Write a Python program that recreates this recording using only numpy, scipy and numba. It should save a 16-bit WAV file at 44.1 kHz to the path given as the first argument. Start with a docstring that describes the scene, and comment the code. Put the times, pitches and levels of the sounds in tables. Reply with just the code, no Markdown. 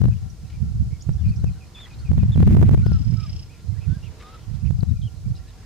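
"""Wind thumps on the microphone, out on an open mudflat. Far across the flat birds call: whistles,
low mews, arched peeps, short chips and one dry trill, over a faint hush of land and water.
The calls are gliding tones and resonant noise, hoarse where pitch and strength waver fast.
Gusts buffet the microphone's two ports separately; the hardest eddies hit the camera's limiter,
which reacts a moment late and so ticks and crackles."""
import sys
import numpy as np
from scipy import signal
from scipy.fft import rfft, irfft
from scipy.io import wavfile
from scipy.ndimage import uniform_filter1d
from numba import njit

SR = 44100
rng = np.random.default_rng(int(sys.argv[2]) if len(sys.argv) > 2 else 0)


def store_wav(level_fs):
    """Save 16-bit WAV to argv[1]."""
    pcm = np.round(np.clip(np.atleast_2d(level_fs), -1, 1) * 32767)
    wavfile.write(sys.argv[1], SR, pcm.T.astype(np.int16))


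N = 249165
TIME = np.arange(N) / SR


def undb(db):
    """Decibels to gain."""
    return 10 ** (np.asarray(db) / 20)


def unit(x):
    """Scale to rms 1."""
    return x / np.sqrt(np.mean(x ** 2) + 1e-18)


def over_time(points):
    """Points joined by straight lines in time, for every sample."""
    return np.interp(TIME, *np.transpose(points))


def over_bins(points):
    """Points joined on a log-frequency axis, for every spectral bin."""
    hz, value = np.transpose(points)
    return np.interp(np.log(np.fft.rfftfreq(N, 1 / SR) + 1), np.log(hz), value)


def smooth(x, first, second):
    """Two moving averages in a row, their lengths in samples."""
    return uniform_filter1d(uniform_filter1d(x, first), second)


def noise(gain):
    """Noise with the given gain per bin."""
    return irfft(rfft(rng.standard_normal(N)) * gain, N)


def band_noise(hz, width_hz, shape=N):
    """Noise passed twice through one resonance."""
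    b, a = signal.iirpeak(hz, hz / width_hz, fs=SR)
    return signal.lfilter(b, a, signal.lfilter(b, a, rng.standard_normal(shape)))


def walk(rate):
    """Smooth wandering through `rate` random values a second; rms 1."""
    step = max(int(SR / rate), 2)
    held = np.repeat(rng.standard_normal(N // step + 1), step)
    return unit(smooth(held, step, step)[:N])


def ports(pan_db):
    """Left and right gains of mean power 1; a positive pan is to the left."""
    pair = undb([[pan_db / 2], [-pan_db / 2]])
    return unit(pair)


def add(out, start, sound):
    """Mix a sound in at a time in seconds."""
    i = max(int(start * SR), 0)
    out[..., i:i + sound.shape[-1]] += sound[..., :N - i]


def hush(level_db=-58.5, flicker_db=1.5, bass_db=-5.5):
    """Faraway land and water: the middle register wavers, the hiss above it stays smooth."""
    # colour of the open air: (frequency [Hz], relative density [dB])
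    spectrum = [(15, -48), (25, -6), (55, 8.5), (103, 4.5), (250, -11), (450, -25), (700, -31.5),
                (1000, -28.5), (1400, -34.5), (1900, -33.5), (3300, -35.5), (4400, -32), (6400, -33),
                (8500, -38), (15000, -47.5)]
    # likeness of left and right: (frequency [Hz], correlation [0..1])
    likeness = [(60, 0.9), (300, 0.6), (1400, 0.57), (3100, 0.37), (7000, 0.054), (15000, .1)]
    # slow swell of the middle register: (time [s], gain [dB])
    swell = [(0, 1.5), (.8, -2), (1.55, 0.5), (1.85, 3.5), (3.2, 0), (3.7, 3), (4.3, 3.5), (5.1, -4.5),
             (5.65, 4)]
    gain, alike = undb(over_bins(spectrum)), over_bins(likeness)
    mid, side = noise(gain * np.sqrt(1 + alike)), noise(gain * np.sqrt(1 - alike))
    pair = np.array([mid + side, mid - side])
    bass = signal.sosfiltfilt(signal.butter(4, 380, fs=SR, output="sos"), pair)
    upper = pair - bass
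    middle = signal.sosfiltfilt(signal.butter(2, 3000, fs=SR, output="sos"), upper)
    hiss = upper - middle
    air = undb(bass_db) * bass + middle * undb(over_time(swell) + flicker_db * walk(12)) + hiss
    return air / np.std(upper.mean(axis=0)) * undb(level_db)


def hums(waver_db=1.5):
    """Narrow bands of far-off hum that waver in level, alike at both ports."""
    # distant hums: (centre [Hz], resonance width [Hz], level [dB])
    bands = [(329, 66, -65.5), (466.3, 56, -67), (646, 82, -71.5), (760, 13.7, -69.5), (1136, 69, -83),
             (1388, 62, -71)]
    return sum(undb(db + waver_db * walk(21.95)) * unit(band_noise(hz, width_hz))
               for hz, width_hz, db in bands)


def shore(x, wet_db, t60_s=0.13):
    """Banks and plants scatter a thin, short tail that arrives 6 ms behind the direct sound."""
    t = np.arange(SR // 2) / SR
    tail = rng.standard_normal((2, len(t))) * undb(-60 * t / t60_s) * (t > .006)
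    tail /= np.sqrt(np.sum(tail ** 2, axis=1, keepdims=True))
    return x + undb(wet_db) * signal.fftconvolve(x, tail, axes=1)[:, :N]


def note(length, pitches, partials_db, waver, edge):
    """A bird note gliding through its pitches; fast wavering of pitch and strength makes it hoarse."""
    n = max(int(length * SR), 64)
    progress = np.linspace(0, 1, n)
    contour = np.polyfit(np.linspace(0, 1, len(pitches)), pitches, len(pitches) - 1)
    hz = np.polyval(contour, progress)
    knots_s = np.arange(160) * .0015
    jitter = rng.standard_normal((2, len(knots_s)))
    wobble, shimmer = (np.interp(progress * length, knots_s, row) for row in jitter)
    phase = 2 * np.pi * np.cumsum(hz * (1 + waver * wobble)) / SR
    tone = sum(undb(db) * np.sin(k * phase) for k, db in enumerate(partials_db, 1))
    return np.sqrt(2) * tone * undb(2 * shimmer) * signal.windows.tukey(n, edge)


def rasp(length, hz, width_hz, spread=0.21):
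    """A hoarse patch of noise in one resonance, mostly alike left and right."""
    n = int(length * SR)
    mid, side = band_noise(hz, 0.86 * width_hz, (2, n))
    pair = np.array([mid + spread * side, mid - spread * side])
    return unit(pair) * signal.windows.tukey(n, .6)


def flock(faintest_db=-68.5, range_db=4.0, low_hz=1500, high_hz=4400, arch=.14, count=70):
    """The farthest birds chatter at random across the flat, barely above the hush."""
    out = np.zeros((2, N))
    for when, size, pitch, glide, loud, side in rng.random((count, 6)):
        hz = low_hz * (high_hz / low_hz) ** pitch
        pitches = [hz * (1 - arch * glide), hz, hz * (1 - arch * (1 - glide))]
        peep = note(.025 + .05 * size, pitches, partials_db=[0, -12], waver=.03, edge=.7)
        add(out, when * N / SR, ports(8 * (side - .5)) * undb(faintest_db + range_db * loud) * peep)
    return out


def peeps(onset_ratio=.88, rasp_db=-4.0):
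    """Hoarse peeps arch up and over, far off and a little to the right."""
    # arched peeps: (time [s], length [s], level [dB], top [Hz], end [Hz])
    calls = [(0.109, 0.035, -60, 2610, 2100), (.528, 0.047, -62, 2410, 2260), (.899, .082, -65, 2234, 2050),
             (1.237, 0.075, -59.5, 2500, 2220), (1.276, 0.04, -59, 4500, 4380),
             (1.855, 0.02, -54.5, 2004, 1810), (1.983, 0.035, -59, 4470, 4300),
             (2.761, 0.083, -62, 2440, 2060), (3.178, 0.14, -62, 2460, 1890),
             (3.487, 0.089, -62, 2520, 2190), (3.8, 0.074, -60.5, 2565, 2000),
             (4.018, 0.079, -56.5, 2795, 1760), (4.644, 0.048, -60, 2600, 1830),
             (5.467, 0.038, -64, 4030, 3350)]
    out = np.zeros((2, N))
    for start, length, db, top_hz, end_hz in calls:
        pitches = [top_hz * onset_ratio, top_hz, end_hz]
        add(out, start, undb(db) * note(length, pitches, partials_db=[1.5, -10], waver=.037, edge=.46))
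        add(out, start, undb(db + rasp_db) * rasp(length, top_hz, width_hz=1500))
    return ports(pan_db=-2.0) * out


def falling_run(start_s=1.311, step_s=.147, note_s=0.044, level_db=-59, count=7):
    """One far bird, a little to the right, repeats a falling note at an even pace."""
    out = np.zeros((2, N))
    for k, (loud, sharp) in enumerate(rng.standard_normal((count, 2))):
        pitches = np.array([2704, 2484, 2480]) * (1 + .012 * sharp)
        tone = note(note_s, pitches, partials_db=[3, -12], waver=0.026, edge=0.34)
        add(out, start_s + k * step_s, undb(level_db + .8 * loud) * tone)
    return ports(pan_db=-2.0) * out


def rasps(grain_db=5.0):
    """Short hoarse, grainy patches of sound among the calls."""
    # rasps: (time [s], length [s], level [dB], centre [Hz], nominal width [Hz])
    patches = [(0.474, 0.08, -61, 2570, 2520), (1.722, 0.25, -60, 1010, 2980),
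               (1.901, 0.066, -59.5, 4030, 1800), (2.84, 0.11, -59, 3700, 2240),
               (3.546, 0.077, -63, 2510, 2500), (3.95, 0.52, -61, 432, 218),
               (4.187, 0.058, -55, 1750, 2980), (4.529, 0.045, -61, 4050, 2200),
               (5.339, 0.053, -61, 4040, 1000), (5.46, 0.094, -64.5, 2600, 2510)]
    out = np.zeros((2, N))
    for start, length, db, hz, width_hz in patches:
        add(out, start, undb(db) * rasp(length, hz, width_hz))
    return out * undb(grain_db * walk(230))


def trill(start_s=2.935, pulse_hz=34.7, slowing_hz_per_s=10.0, low_hz=4850, high_hz=5650, lag_s=.00006):
    """A bird off to the right: quick rising pulses that slow down, each led by a lower, hoarse one."""
    # loudness of the trill: (time [s], level [dB])
    levels = [(2.88, -70), (2.93, -51), (2.96, -55), (3.02, -55), (3.17, -54), (3.22, -50.5), (3.37, -48.5),
              (3.43, -51), (3.48, -70)]
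    t = TIME - start_s
    cycle = (pulse_hz * t - slowing_hz_per_s * t ** 2 / 2 + .5) % 1
    gate = np.sin(np.pi * cycle) ** 4
    early_gate = np.roll(gate, -int(0.0017 * SR))
    hz = (low_hz + (high_hz - low_hz) * cycle) * (1 + 0.02 * walk(900))
    tone = unit(gate * np.sin(2 * np.pi * np.cumsum(hz) / SR))
    buzz = unit(gate * band_noise(5060, width_hz=1000))
    lower = unit((0.52 + early_gate) * band_noise(2950, width_hz=1000))
    voice = undb(over_time(levels)) * (undb(-2) * tone + undb(-4) * buzz + undb(-9) * lower)
    late_left = np.roll(voice, round(lag_s * SR))
    return np.array([late_left, voice]) * ports(pan_db=-1.0)


def mews(onset_ratio=0.96, release_ratio=0.907, tremble_db=2.0, rasp_db=-11.5, rasp_stretch=1.47):
    """Low mews scoop up, glide and fall off at the end, trembling, with a rasp above the tone."""
    # gull-like mews: (time [s], length [s], level [dB], early pitch [Hz], late pitch [Hz])
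    calls = [(2, 0.042, -59.5, 1436, 1363), (2.82, .16, -50.5, 1468, 1368), (3.16, 0.11, -50.5, 1310, 1252),
             (3.872, .125, -59, 1478, 1600), (4.204, 0.18, -51.5, 1222, 1300)]
    # harmonics from the fundamental up: (gain [dB])
    partials_db = [-0.5, -21.5, -14.5, -20]
    out = np.zeros((2, N))
    for start, length, db, early_hz, late_hz in calls:
        middle_hz = (early_hz + late_hz) / 2
        pitches = [early_hz * onset_ratio, early_hz, middle_hz, late_hz, late_hz * release_ratio]
        add(out, start, undb(db) * note(length, pitches, partials_db, waver=0.028, edge=0.18))
        add(out, start, undb(db + rasp_db) * rasp(length * rasp_stretch, hz=3400, width_hz=2300))
    return out * undb(tremble_db * walk(70))


def chips():
    """Very short high chips, each one quick sweep, from left, right and straight ahead."""
    # chips: (time [s], length [s], level [dB], from [Hz], to [Hz], left minus right [dB])
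    calls = [(0.297, 0.013, -51, 6130, 5670, -5), (1.005, 0.017, -50.5, 5100, 5470, 0),
             (1.019, 0.01, -45, 5270, 7140, -4), (1.133, 0.0062, -50, 5500, 5050, 0),
             (1.356, 0.022, -52.5, 4980, 6200, -6), (4.805, 0.0061, -48, 4750, 4070, 6),
             (5.36, 0.01, -52.5, 4960, 5400, -5), (5.377, 0.01, -54, 5380, 4700, 0)]
    out = np.zeros((2, N))
    for start, length, db, from_hz, to_hz, pan_db in calls:
        chip = note(length, [from_hz, to_hz], partials_db=[0], waver=0.06, edge=0.61)
        add(out, start, ports(pan_db) * undb(db) * chip)
    return out


def whistles():
    """High whistles from straight ahead slide onto a held pitch and fall off it."""
    # whistles: (time [s], length [s], level [dB], opening pitch [Hz], held pitch [Hz])
    calls = [(1.744, 0.12, -45.5, 3660, 3530), (2.319, 0.031, -45, 3640, 3580),
             (2.86, 0.026, -50.5, 4900, 5100), (5.013, .075, -52.5, 4130, 3220)]
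    # glide at even steps after the opening: (pitch over held pitch [ratio])
    glide = [.985, 1.01, 0.98, .9]
    # harmonics from the fundamental up: (gain [dB])
    partials_db = [-1.5, -23]
    out = np.zeros((2, N))
    for start, length, db, opening_hz, held_hz in calls:
        pitches = [opening_hz, *(held_hz * np.array(glide))]
        add(out, start, undb(db) * note(length, pitches, partials_db, waver=0.0185, edge=0.12))
    return out


def gusts(breeze_db=-53, rise_db_per_s=237, fall_db_per_s=135, wake_db=-12, wake_db_per_s=78):
    """Level at each port in dB: every gust rises, holds and dies away inside a weaker, slower wake."""
    # gusts at the microphone: (time [s], hold [s], left level [dB], right level [dB])
    blows = [(0, 0.069, -11, -16), (0.113, 0.12, -23.5, -28), (0.448, .1, -30, -32),
             (0.637, 0.017, -25.5, -15), (0.769, 0.11, -24, -16.5), (1.085, 0.022, -26.5, -15.5),
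             (1.21, 0.087, -14, -19), (1.372, 0.11, -21.5, -21), (2.108, 0.19, -14.5, -15),
             (2.359, 0.4, -9.5, -8), (2.869, 0.14, -16.5, -16.5), (3.073, 0.069, -31.5, -14.5),
             (3.306, 0.027, -25, -25), (3.693, 0.15, -44, -21), (3.859, 0.073, -31, -16.5),
             (4.018, 0.028, -50, -26), (4.504, .04, -48, -22.5), (4.626, 0.11, -44, -16.5),
             (4.779, 0.13, -14.5, -27.5), (5.003, 0.063, -31, -20), (5.273, 0.047, -27, -19)]
    strength = undb(breeze_db)
    for start, hold, *port_db in blows:
        before, after = np.maximum(start - TIME, 0), np.maximum(TIME - start - hold, 0)
        core = undb(-rise_db_per_s * before - fall_db_per_s * after)
        wake = undb(wake_db - wake_db_per_s * (before + after))
        strength = np.maximum(strength, np.outer(undb(port_db), np.maximum(core, wake)))
    return 20 * np.log10(strength)


def turbulence(level_db, puff_rate=34, lull=0.16, flutter_db=5.0, fine_from_db=-7.5, crest=0.54):
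    """Air rumbles over one port in quick puffs; the stronger the puff, the more fine turbulence."""
    # wind rumble: (frequency [Hz], relative density [dB])
    rumble_spectrum = [(15, -52), (25, -20.5), (62, 4), (85, 7), (110, 5), (190, -11.5), (275, -48),
                       (400, -69), (700, -66), (1500, -101)]
    # finer turbulence of strong gusts: (frequency [Hz], relative density [dB])
    fine_spectrum = [(100, -23), (200, 2), (260, -19), (340, -25.5), (560, -45.5), (1000, -52.5),
                     (2200, -48), (4000, -61), (9000, -70)]
    puffs = unit(np.sqrt(lull ** 2 + np.tanh(walk(puff_rate)) ** 2))
    strength = undb(level_db) * puffs
    fine = strength / undb(fine_from_db) * noise(undb(over_bins(fine_spectrum)))
    rumble = noise(undb(over_bins(rumble_spectrum)))
    flow = (rumble + fine) * undb(flutter_db * walk(32))
    span = int(0.051 * SR)
    flow *= strength / np.sqrt(smooth(flow ** 2, span, span // 2) + 1e-18)
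    # ordinary puffs seldom swing further than the crest
    excess = (1 + (np.abs(signal.hilbert(flow)) / crest) ** 6) ** (1 / 6)
    return flow / smooth(excess, 150, 150)


def small_eddies(level_db, over_gust_db=7, scatter_db=0.5, count=110):
    """Random eddies that scale with the gust carrying them: (time [s], peak [dB], port)."""
    rows = []
    for when, side, size in rng.random((count, 3)):
        port = int(2 * side)
        peak_db = level_db[port, int(when * N)] + over_gust_db + scatter_db * (1 - 2 * size)
        rows.append((when * N / SR, peak_db, port))
    return rows


def wind(eddy_hz=113.8, eddy_s=0.00448, clear_s=0.0039, peak_delay_s=0.001177):
    """Wind right on the microphone: each port has its own turbulence; an eddy is one pressure swing."""
    # hardest eddies: (time [s], peak [dB], port [0 left, 1 right])
    hard_eddies = [(.018, 0, 0), (0.042, 0.5, 0), (.056, 2, 0), (0.084, -3, 1), (1.092, -2.5, 1),
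                   (1.266, -5.5, 0), (1.443, -1.5, 0), (2.116, -2, 1), (2.133, -3, 1), (2.18, -3, 1),
                   (2.233, -2, 1), (2.295, -5.5, 0), (2.360, -1.5, 1), (2.377, 1, 1), (2.404, 0.5, 1),
                   (2.431, 9, 0), (2.478, 7, 0), (2.508, -2, 1), (2.551, 3.5, 1), (2.571, 10.5, 1),
                   (2.616, 6, 0), (2.631, 14.5, 1), (2.693, 4.5, 1), (2.712, 1.5, 1), (2.736, 1.5, 1),
                   (2.747, 10, 0), (2.777, -2.5, 0), (2.866, 3.5, 0), (2.919, -2, 0), (4.707, -3.5, 1),
                   (4.832, -2, 0)]
    level_db = gusts()
    out = np.array([turbulence(port_db) for port_db in level_db])
    for start, db, port in small_eddies(level_db) + hard_eddies:
        middle = (start + peak_delay_s) * SR
        near = np.arange(max(int(middle) - 1700, 0), min(int(middle) + 1700, N))
        t = (near - middle) / SR
        swing = np.cos(2 * np.pi * eddy_hz * t) * np.exp(-(t / eddy_s) ** 2)
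        # the eddy sweeps the smaller turbulence off the port
        out[port, near] *= 1 - np.exp(-(t / clear_s) ** 2)
        out[port, near] += rng.choice([-1, 1]) * undb(db) * swing
    return out * signal.windows.tukey(N, .003)


@njit
def limiter(x, hunting, ceiling, wait, attack, release):
    """A peak slips over the ceiling briefly; the gain snaps down, hunts while it holds, and recovers."""
    y, gain, samples_over, busy = np.empty(len(x)), 1., 0., 0.
    for i in range(len(x)):
        busy *= .98
        if abs(x[i]) * gain > ceiling:
            samples_over += 1
            if samples_over > wait:
                gain += attack * (ceiling / abs(x[i]) - gain)
                busy = 1.
        else:
            samples_over = 0.
            gain += release * (1 - gain)
        y[i] = gain * x[i] * (1 + busy * hunting[i])
    return y


def scene():
    """Birds at two distances over the hush of the flat, with the wind right on the microphone."""
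    nearer = shore(whistles() + chips() + mews() + trill() + rasps(), wet_db=-11.5)
    farther = shore(peeps() + falling_run() + flock(), wet_db=-10.5)
    return nearer + farther + hush() + hums() + wind()


def record(dry, ceiling=.5, wait_s=0.00037, attack_s=0.00015, release_s=0.011, hunt_db=-34.0,
           low_cut_hz=22, top_hz=15500):
    """Each channel is limited alone, fizzing on held peaks; the deepest rumble and the top are cut."""
    hunting = undb(hunt_db) * signal.lfilter([.6], [1, -.4], rng.standard_normal((2, N)))
    attack, release = 1 / (attack_s * SR), 1 / (release_s * SR)
    held = np.array([limiter(channel, hunt, ceiling, wait_s * SR, attack, release)
                     for channel, hunt in zip(dry, hunting)])
    held = signal.sosfiltfilt(signal.butter(2, low_cut_hz, "highpass", fs=SR, output="sos"), held)
    return signal.sosfilt(signal.ellip(10, .2, 80, top_hz, fs=SR, output="sos"), held)


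dry = scene()
out = record(dry)
store_wav(out)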